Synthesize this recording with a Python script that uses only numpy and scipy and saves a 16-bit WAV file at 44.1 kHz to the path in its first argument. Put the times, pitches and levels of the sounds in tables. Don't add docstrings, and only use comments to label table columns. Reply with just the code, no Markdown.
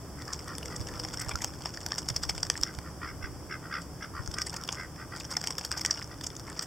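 import sys
import numpy as np
from scipy import signal
from scipy.fft import rfft, irfft
from scipy.io import wavfile

SR = 44100
rng = np.random.default_rng(int(sys.argv[2]) if len(sys.argv) > 2 else 0)


def store_pcm(level_fs):
    pcm = np.round(np.clip(level_fs, -1, 1) * 32767).astype(np.int16)
    wavfile.write(sys.argv[1], SR, np.atleast_2d(pcm).T)


N = 293706

# freq_hz, gain_db
PORT_EQ = [(2000, 0), (2700, -4), (3450, 1), (3900, -13), (4200, -11), (4700, 6), (5350, 12.5), (5850, 8),
           (6060, 2), (6160, -10), (6280, 2), (7100, 1), (7900, 4), (9300, -4), (16000, -5)]
# freq_hz, gain_db
SNAP_EQ = [(300, -25), (2500, -13), (4200, 0), (5300, 3.5), (6500, 0.5), (8000, -1.5), (10000, -10),
           (16000, -14.5)]
# freq_hz, gain_db
SQUELCH_EQ = [(100, -29), (400, -6.5), (900, -1), (1500, -0.5), (2100, -2), (3400, -5.5), (4500, -13.5),
              (9000, -75)]
# start_s, end_s, stir_db (with the bill at its deepest)
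BOUTS = [(.22, 1.49, -45.5), (1.619, 2.63, -45), (4.258, 4.73, -46.5), (5.181, 5.95, -41.5),
         (6.218, 6.66, -46.5)]
CHATTER_HZ = 15


def gain_of(db):
    return 10 ** (np.asarray(db) / 20)


def unit_rms(x):
    return x / np.sqrt(np.mean(x ** 2) + 1e-20)


def curve_at(points, hz):
    freqs, values = np.transpose(points)
    return np.interp(np.log(hz + 1), np.log(freqs + 1), values)


def drift(hz):
    lowpass = np.exp(-(np.fft.rfftfreq(N, 1 / SR) / hz) ** 2)
    return unit_rms(irfft(rfft(rng.standard_normal(N)) * lowpass, N))


def swell(at_s, width_s):
    return np.exp(-((np.arange(N) / SR - at_s) / width_s) ** 2)


def add(mix, start_s, sound):
    part = mix[max(round(start_s * SR), 0):][:len(sound)]
    part += sound[:len(part)]


def port_click(eq, tint_db=0, dull_db=0, size=2048):
    hz = abs(np.fft.fftfreq(size, 1 / SR))
    knots_hz = np.geomspace(400, 16000, 18)
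    tint = tint_db * np.interp(hz, knots_hz, rng.uniform(-1, 1, len(knots_hz)))
    treble_cut = dull_db * np.interp(hz, [5800, 8500], [0, 1])
    log_gain = np.log(gain_of(curve_at(eq, hz) + curve_at(PORT_EQ, hz) + tint - treble_cut))
    minimum_phase = np.exp(np.conj(signal.hilbert(log_gain)))
    return np.fft.ifft(minimum_phase).real[:size // 2]


def background_bed(level_db=-44.0, fade_db_per_s=0.19, swell_db=2):
    # freq_hz, gain_db
    bed_eq = [(15, -34), (35, -8), (75, -0.5), (160, -1), (220, -7.5), (300, -5), (400, -9), (700, -13.5),
              (1200, -16.5), (2000, -26), (3400, -30.5), (5400, -30), (9000, -26.5), (16000, -29.5)]
    # freq_hz, correlation
    stereo_likeness = [(25, 0.93), (140, 0.93), (300, 0.91), (1400, 0.85), (3000, 0.9), (5300, 0.17),
                       (8000, 0), (14000, 0)]
    hz = np.fft.rfftfreq(N, 1 / SR)
    mid, side = rfft(rng.standard_normal((2, N)))
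    likeness = np.clip(curve_at(stereo_likeness, hz), 0, 1)
    spectrum = np.sqrt(1 + likeness) * mid + np.array([[1], [-1]]) * np.sqrt(1 - likeness) * side
    bed = irfft(spectrum * gain_of(curve_at(bed_eq, hz) + curve_at(PORT_EQ, hz)), N)
    db = level_db - fade_db_per_s * np.arange(N) / SR + swell_db * swell(at_s=0.89, width_s=0.36)
    return gain_of(db) * unit_rms(bed)


def far_machinery(fade_db_per_s=0.4, waver_hz=1.133, swell_db=2, whine_hz=490, whine_db=-53.5):
    # pitch_hz, level_db
    hum_tones = [(70.5, -52.5), (123.8, -59.5), (168, -57.5), (290, -63), (317, -61.5)]

    def tone(hz):
        phase = 2 * np.pi * np.cumsum(hz + waver_hz * drift(5.0)) / SR
        return np.sqrt(2) * np.sin(phase) * gain_of(2 * drift(3.7))
    hum = sum(gain_of(db) * tone(hz) for hz, db in hum_tones)
    hum *= gain_of(swell_db * drift(3.5) - fade_db_per_s * np.arange(N) / SR)
    whine = gain_of(whine_db) * swell(at_s=0.83, width_s=0.33) * tone(whine_hz)
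    return hum + whine


def wind(calm_db=-56.5, rumble_trim_db=-4.5, puff_rise_s=0.0051):
    # freq_hz, gain_db
    rumble_eq = [(12, -21), (35, -7), (70, 1), (130, -6), (220, -29), (500, -50), (2000, -80)]
    # peak_s, level_db (before the trim)
    gusts = [(.85, -46), (1.37, -46), (2.32, -40), (3.2, -46), (4.25, -54)]
    # peak_s, level_db, pitch_hz, side (-1 left, 1 right)
    puffs = [(.805, -24, 96, 1), (1.278, -27, 85, 1), (1.345, -28.5, 75.5, 1), (2.11, -27.5, 120, 1),
             (2.616, -28, 60, 1), (2.785, -30.5, 90, 1), (3.243, -26, 81, 1), (4.202, -25, 116, -1),
             (4.288, -25.5, 75.4, -1)]
    shape = gain_of(curve_at(rumble_eq, np.fft.rfftfreq(N, 1 / SR)))
    rumble = unit_rms(irfft(rfft(rng.standard_normal((2, N))) * shape, N))
    breeze = gain_of(calm_db) + sum(gain_of(db) * swell(peak_s, width_s=0.22) for peak_s, db in gusts)
    out = gain_of(rumble_trim_db) * breeze * rumble
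    t = np.arange(SR // 8) / SR
    for peak_s, db, hz, side in puffs:
        bump = t / puff_rise_s * np.exp(1 - t / puff_rise_s) * np.sin(2 * np.pi * hz * t)
        add(out[int(side > 0)], peak_s - puff_rise_s, gain_of(db) * bump)
    return out


def quacks(pulse_hz=72, arch=0.0996, peak_at=0.419, chirp=0.043, brighten_db=30, tint_db=3.0):
    # start_s, end_s, level_db, mouth_opening (wider is higher and brighter)
    calls = [(0.166, .244, -54.5, 0.89), (0.263, 0.346, -48, 0.74), (.457, 0.558, -46.5, 0.79),
             (.693, 0.771, -49.5, 0.92), (.893, 1, -53, .75), (1.179, 1.26, -47.5, 0.96),
             (2.638, 2.722, -49.5, 0.97), (2.829, 2.91, -51.5, 0.79), (3.011, 3.07, -42, 0.84),
             (3.051, 3.122, -46.5, 1.02), (3.215, 3.277, -44, 1.03), (3.495, 3.564, -41.5, 1.016),
             (3.618, 3.687, -50, 0.86), (3.697, 3.808, -38.5, .95), (4.009, 4.058, -43, 1.05),
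             (4.131, 4.219, -44, .8), (4.352, 4.433, -44, 0.94), (4.507, 4.676, -52, 0.77),
             (4.743, 4.872, -45, .98), (4.972, 5.052, -49, .92), (5.109, 5.178, -46.5, 0.85),
             (5.28, 5.362, -52.5, 0.99), (5.71, 5.804, -50, 0.95), (5.828, 5.934, -50.5, 0.87),
             (6.089, 6.156, -54, 0.89), (6.449, 6.539, -53.5, 0.72), (6.57, 6.65, -52, 0.83)]
    # freq_hz, width_hz, gain_db
    throat = [(1300, 125, 3), (1564, 116, 6.5), (2059, 110, 6), (2603, 245, -4.5), (3370, 460, -11.5),
              (5140, 727, -14.5)]
    out, port = np.zeros(N), port_click([(20, 0), (20000, 0)])
    pulse_phase = 2 * np.pi * np.cumsum(pulse_hz * (1 + .16 * drift(40))) / SR
    breath, waver = rng.standard_normal(N), drift(161)
    for start, end, db, mouth in calls:
        span = slice(round((start - .01) * SR), round((end + 0.017) * SR))
        cycle = pulse_phase[span]
        opening = np.sin(np.pi * np.interp(np.linspace(0, 1, len(cycle)), [0, peak_at, 1], [0, .5, 1]))
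        bend = np.sqrt(mouth) * (1 + arch * (opening - 1) - chirp * np.sin(cycle))
        voice = 0
        for (hz, width_hz, mode_db), tint in zip(throat, rng.uniform(-1, 1, len(throat))):
            octaves = np.log2(min(hz, 2200) / 1600)
            pulses = .2 + np.sin(cycle / 2 - .45 * octaves) ** 2
            ring_hz = hz * bend + width_hz / 2 * np.roll(waver, round(hz))[span]
            ring = np.sin(2 * np.pi * np.cumsum(ring_hz) / SR)
            rasp = unit_rms(resonate(breath[span], hz * bend, width_hz))
            tone = ring + .2 * (hz / 1600) ** 2 * rasp
            gain = gain_of(mode_db + tint_db * tint + brighten_db * (mouth - 1) * octaves)
            voice += gain * tone * pulses * opening ** (1.0 + hz / 2500)
        call = signal.fftconvolve(voice, port)[:len(cycle)]
        add(out, start - .01, gain_of(db) * unit_rms(call))
    return out


def resonate(x, hz, width_hz):
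    carrier = np.exp(2j * np.pi * np.cumsum(hz) / SR)
    pole = np.exp(-np.pi * width_hz / SR)
    return 2 * (carrier * signal.lfilter([(1 - pole) ** 2], [1, -2 * pole, pole ** 2], x / carrier)).real


def stirring(dig_db=4.5, dip_s=.06, settle_s=0.15, seep_db=-66):
    t, out = np.arange(N) / SR, gain_of(seep_db)
    for start, end, db in BOUTS:
        fades = np.exp(np.minimum(t - start, 0) / dip_s - np.maximum(t - end, 0) / settle_s)
        build = gain_of(db - dig_db * np.interp(t, [start, end], [1, 0]))
        out = np.maximum(out, fades * build)
    return out


def mud_crackle(bursts_per_s=260, spread_db=4.5, chatter_db=4, burst_s=0.00079, cavities=14):
    chatter_phase = 2 * np.pi * np.cumsum(CHATTER_HZ * (1 + 0.1942 * drift(4.34))) / SR
    chatter = gain_of(chatter_db * np.sin(chatter_phase))
    burst = np.exp(-abs(np.arange(-SR // 200, SR // 200)) / SR / burst_s)
    snaps, squelches = np.zeros((2, N))
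    for _ in range(cavities):
        triggers = rng.random(N) < bursts_per_s / cavities / SR
        sizes = triggers * gain_of(spread_db * np.minimum(rng.exponential(1, N), 4))
        tears = signal.oaconvolve(sizes * chatter, burst, "same") * rng.standard_normal(N)
        snaps += signal.oaconvolve(tears, port_click(SNAP_EQ, tint_db=10))[:N]
        squelches += signal.oaconvolve(tears, port_click(SQUELCH_EQ, tint_db=10))[:N]
    return stirring() * (gain_of(-3) * unit_rms(snaps) + gain_of(-9) * unit_rms(squelches))


def light_closings(loud_times, jitter_s=.012, snap_db=-44.5, squelch_db=-52.5, length_s=0.0036):
    beats = np.concatenate([np.arange(start, end, 1 / CHATTER_HZ) for start, end, _ in BOUTS])
    rows = []
    for beat, (late, snap, squelch, stretch) in zip(beats, rng.standard_normal((200, 4))):
        if abs(loud_times - beat).min() > .25 / CHATTER_HZ:
            rows.append((beat + jitter_s * late, snap_db + 2 * snap,
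                         squelch_db + 2 * squelch, length_s * 2 ** stretch))
    return rows


def bill_smacks(crumbs_per_s=3000, clean_s=0.0009, smear_s=0.00059, squelch_trim_db=1):
    # time_s, snap_db, squelch_db (before the trim), length_s
    loud_smacks = [(0.332, -31.5, -61, 0.0054), (.583, -39, -45.5, 0.00085), (0.658, -40, -48, .002),
                   (0.763, -36.5, -64, .005), (0.998, -34, -45, 0.0073), (1.05, -36.5, -42, 0.0033),
                   (1.139, -37, -42, 0.008), (1.173, -35.5, -49, 0.0025), (1.198, -35.5, -57, 0.0024),
                   (1.217, -35, -47, 0.0076), (1.293, -36, -38.5, 0.0036), (1.315, -41.5, -36, 0.011),
                   (1.357, -33.5, -50, 0.0011), (1.42, -34.5, -41.5, 0.0078), (1.445, -29, -36, .001),
                   (1.6574, -32, -36.5, 0.0077), (1.864, -33, -42, .003), (1.92, -33, -35.5, 0.0014),
                   (1.984, -29, -39.5, .011), (2.0874, -28.5, -43, .003), (2.101, -33.5, -40.5, 0.0047),
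                   (2.1641, -26, -41.5, 0.006), (2.234, -29.5, -38, 0.014), (2.296, -26.5, -34, 0.0064),
                   (2.379, -43, -44, 0.0008), (2.4313, -26, -38.5, 0.0033), (2.5006, -23, -32, .0013),
                   (2.613, -40, -67, 0.0012), (2.6343, -22.5, -39, 0.00078), (2.788, -45.5, -44.5, 0.0022),
                   (3.819, -45, -59, 0.019), (4.276, -39.5, -46, 0.0011), (4.342, -36, -44, .006),
                   (4.3854, -34, -38, .003), (4.418, -28.5, -44, 0.0056), (4.468, -35, -46, 0.0068),
                   (4.4964, -38, -63, 0.0021), (4.542, -41, -42.5, .0024), (4.566, -36.5, -49, .006),
                   (4.6378, -39, -60, 0.0011), (4.6897, -37.5, -33, 0.0026), (4.726, -34, -44, .005),
                   (5.202, -39, -51, 0.015), (5.314, -34.5, -40.5, 0.014), (5.3685, -25.5, -39.5, 0.0026),
                   (5.44, -35, -39.5, .008), (5.473, -29.5, -40.5, 0.0021), (5.507, -33.5, -40, 0.0039),
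                   (5.584, -36.5, -40, 0.0034), (5.612, -43, -45, .003), (5.65, -32.5, -43.5, 0.0048),
                   (5.716, -31, -36.5, 0.0026), (5.778, -33, -53, 0.011), (5.813, -32, -45, 0.0065),
                   (5.85, -29, -39, 0.0016), (5.8614, -26.5, -46, 0.0008), (5.9106, -22.5, -42, 0.0053),
                   (5.976, -39.5, -44, 0.011), (6.24, -36.5, -45, .01), (6.268, -32, -48.5, 0.0049),
                   (6.5939, -30, -44.5, 0.0031), (6.626, -36, -46.5, 0.011)]
    light_smacks = light_closings(np.array(loud_smacks)[:, 0])
    out, t = np.zeros(N), np.arange(-SR // 50, SR // 25) / SR
    for time_s, snap_db, squelch_db, length_s in loud_smacks + light_smacks:
        tint_db = np.interp(snap_db, [-36, -24], [9, 2])
        dull_db = np.interp(snap_db, [-34, -23], [-2.5, 5])
        snap = (SNAP_EQ, snap_db, length_s)
        squelch = (SQUELCH_EQ, squelch_db + squelch_trim_db, length_s + smear_s)
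        for eq, db, span_s in (snap, squelch):
            envelope = np.exp(-abs(t) / (span_s * np.where(t < 0, 0.37, .6) + 1e-5))
            crumbs = rng.standard_normal(len(t)) * (rng.random(len(t)) < crumbs_per_s / SR) * envelope
            main_tear = (t == 0) * (clean_s / (span_s + 1e-5) + 0.17)
            tears = main_tear + crumbs / (np.linalg.norm(crumbs) + 0.065)
            smack = signal.fftconvolve(tears, port_click(eq, tint_db, dull_db))
            smack *= np.sqrt(SR / 100) / np.linalg.norm(smack)
            add(out, time_s + t[0], gain_of(db) * smack)
    return out


def bubble(db, hz, t60_s, rise_octaves):
    t = np.arange(0, t60_s, 1 / SR)
    envelope = gain_of(db - 60 * t / t60_s) * (1 - np.exp(-t / 0.000066))
    pitch_hz = hz * 2 ** (rise_octaves * t / t60_s)
    return envelope * np.sin(2 * np.pi * np.cumsum(pitch_hz) / SR)


def bubbles(plip_trim_db=2, rise_octaves=.14, damped_t60_s=0.017, small_count=90):
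    # start_s, level_db (before the trim), pitch_hz, t60_s
    plips = [(.629, -32, 2820, .011), (1.355, -25, 1345, 0.027), (1.775, -33, 1770, 0.017),
             (1.917, -33, 1600, .02), (1.931, -32, 1770, .02), (2.555, -26.5, 1800, .0095),
             (4.539, -33, 900, .04), (5.209, -32, 2530, 0.0071), (5.85, -19, 1870, 0.0085),
             (6.017, -27.5, 2000, 0.0048)]
    out, stir_db = np.zeros(N), 20 * np.log10(stirring())
    for start_s, db, hz, t60_s in plips:
        add(out, start_s, bubble(db + plip_trim_db, hz, t60_s, rise_octaves))
    for when, strength, pitch, rise in rng.random((small_count, 4)):
        db = stir_db[int(when * N)] + 5 + 8 * strength
        add(out, when * N / SR, bubble(db, 800 * 2.7 ** pitch, damped_t60_s, rise_octaves * rise))
    return out


def yard_scatter(x, wet_db, t60_s, width=0.05):
    t = np.arange(SR // 3) / SR
    taps = rng.standard_normal((3, len(t))) * (rng.random((3, len(t))) < 3000 / SR)
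    taps *= (t > .002) * gain_of(-60 * t / t60_s)
    tail = taps[0] + width * taps[1:]
    wet = signal.oaconvolve(x[None], tail / np.linalg.norm(tail[0]), axes=1)[:, :N]
    return x + gain_of(wet_db) * wet


def scene():
    mud = yard_scatter(bill_smacks() + mud_crackle() + bubbles(), wet_db=-14.5, t60_s=0.087, width=0.21)
    mud *= gain_of([[.2], [-.2]])
    voices = yard_scatter(quacks(), wet_db=-9.5, t60_s=0.17)
    return mud + voices + wind() + far_machinery() + background_bed()


def record(dry):
    lowpass = signal.firwin(255, 15900, window=("kaiser", 8), fs=SR)
    return signal.oaconvolve(dry, lowpass[None], "same")


dry = scene()
out = record(dry)
store_pcm(out)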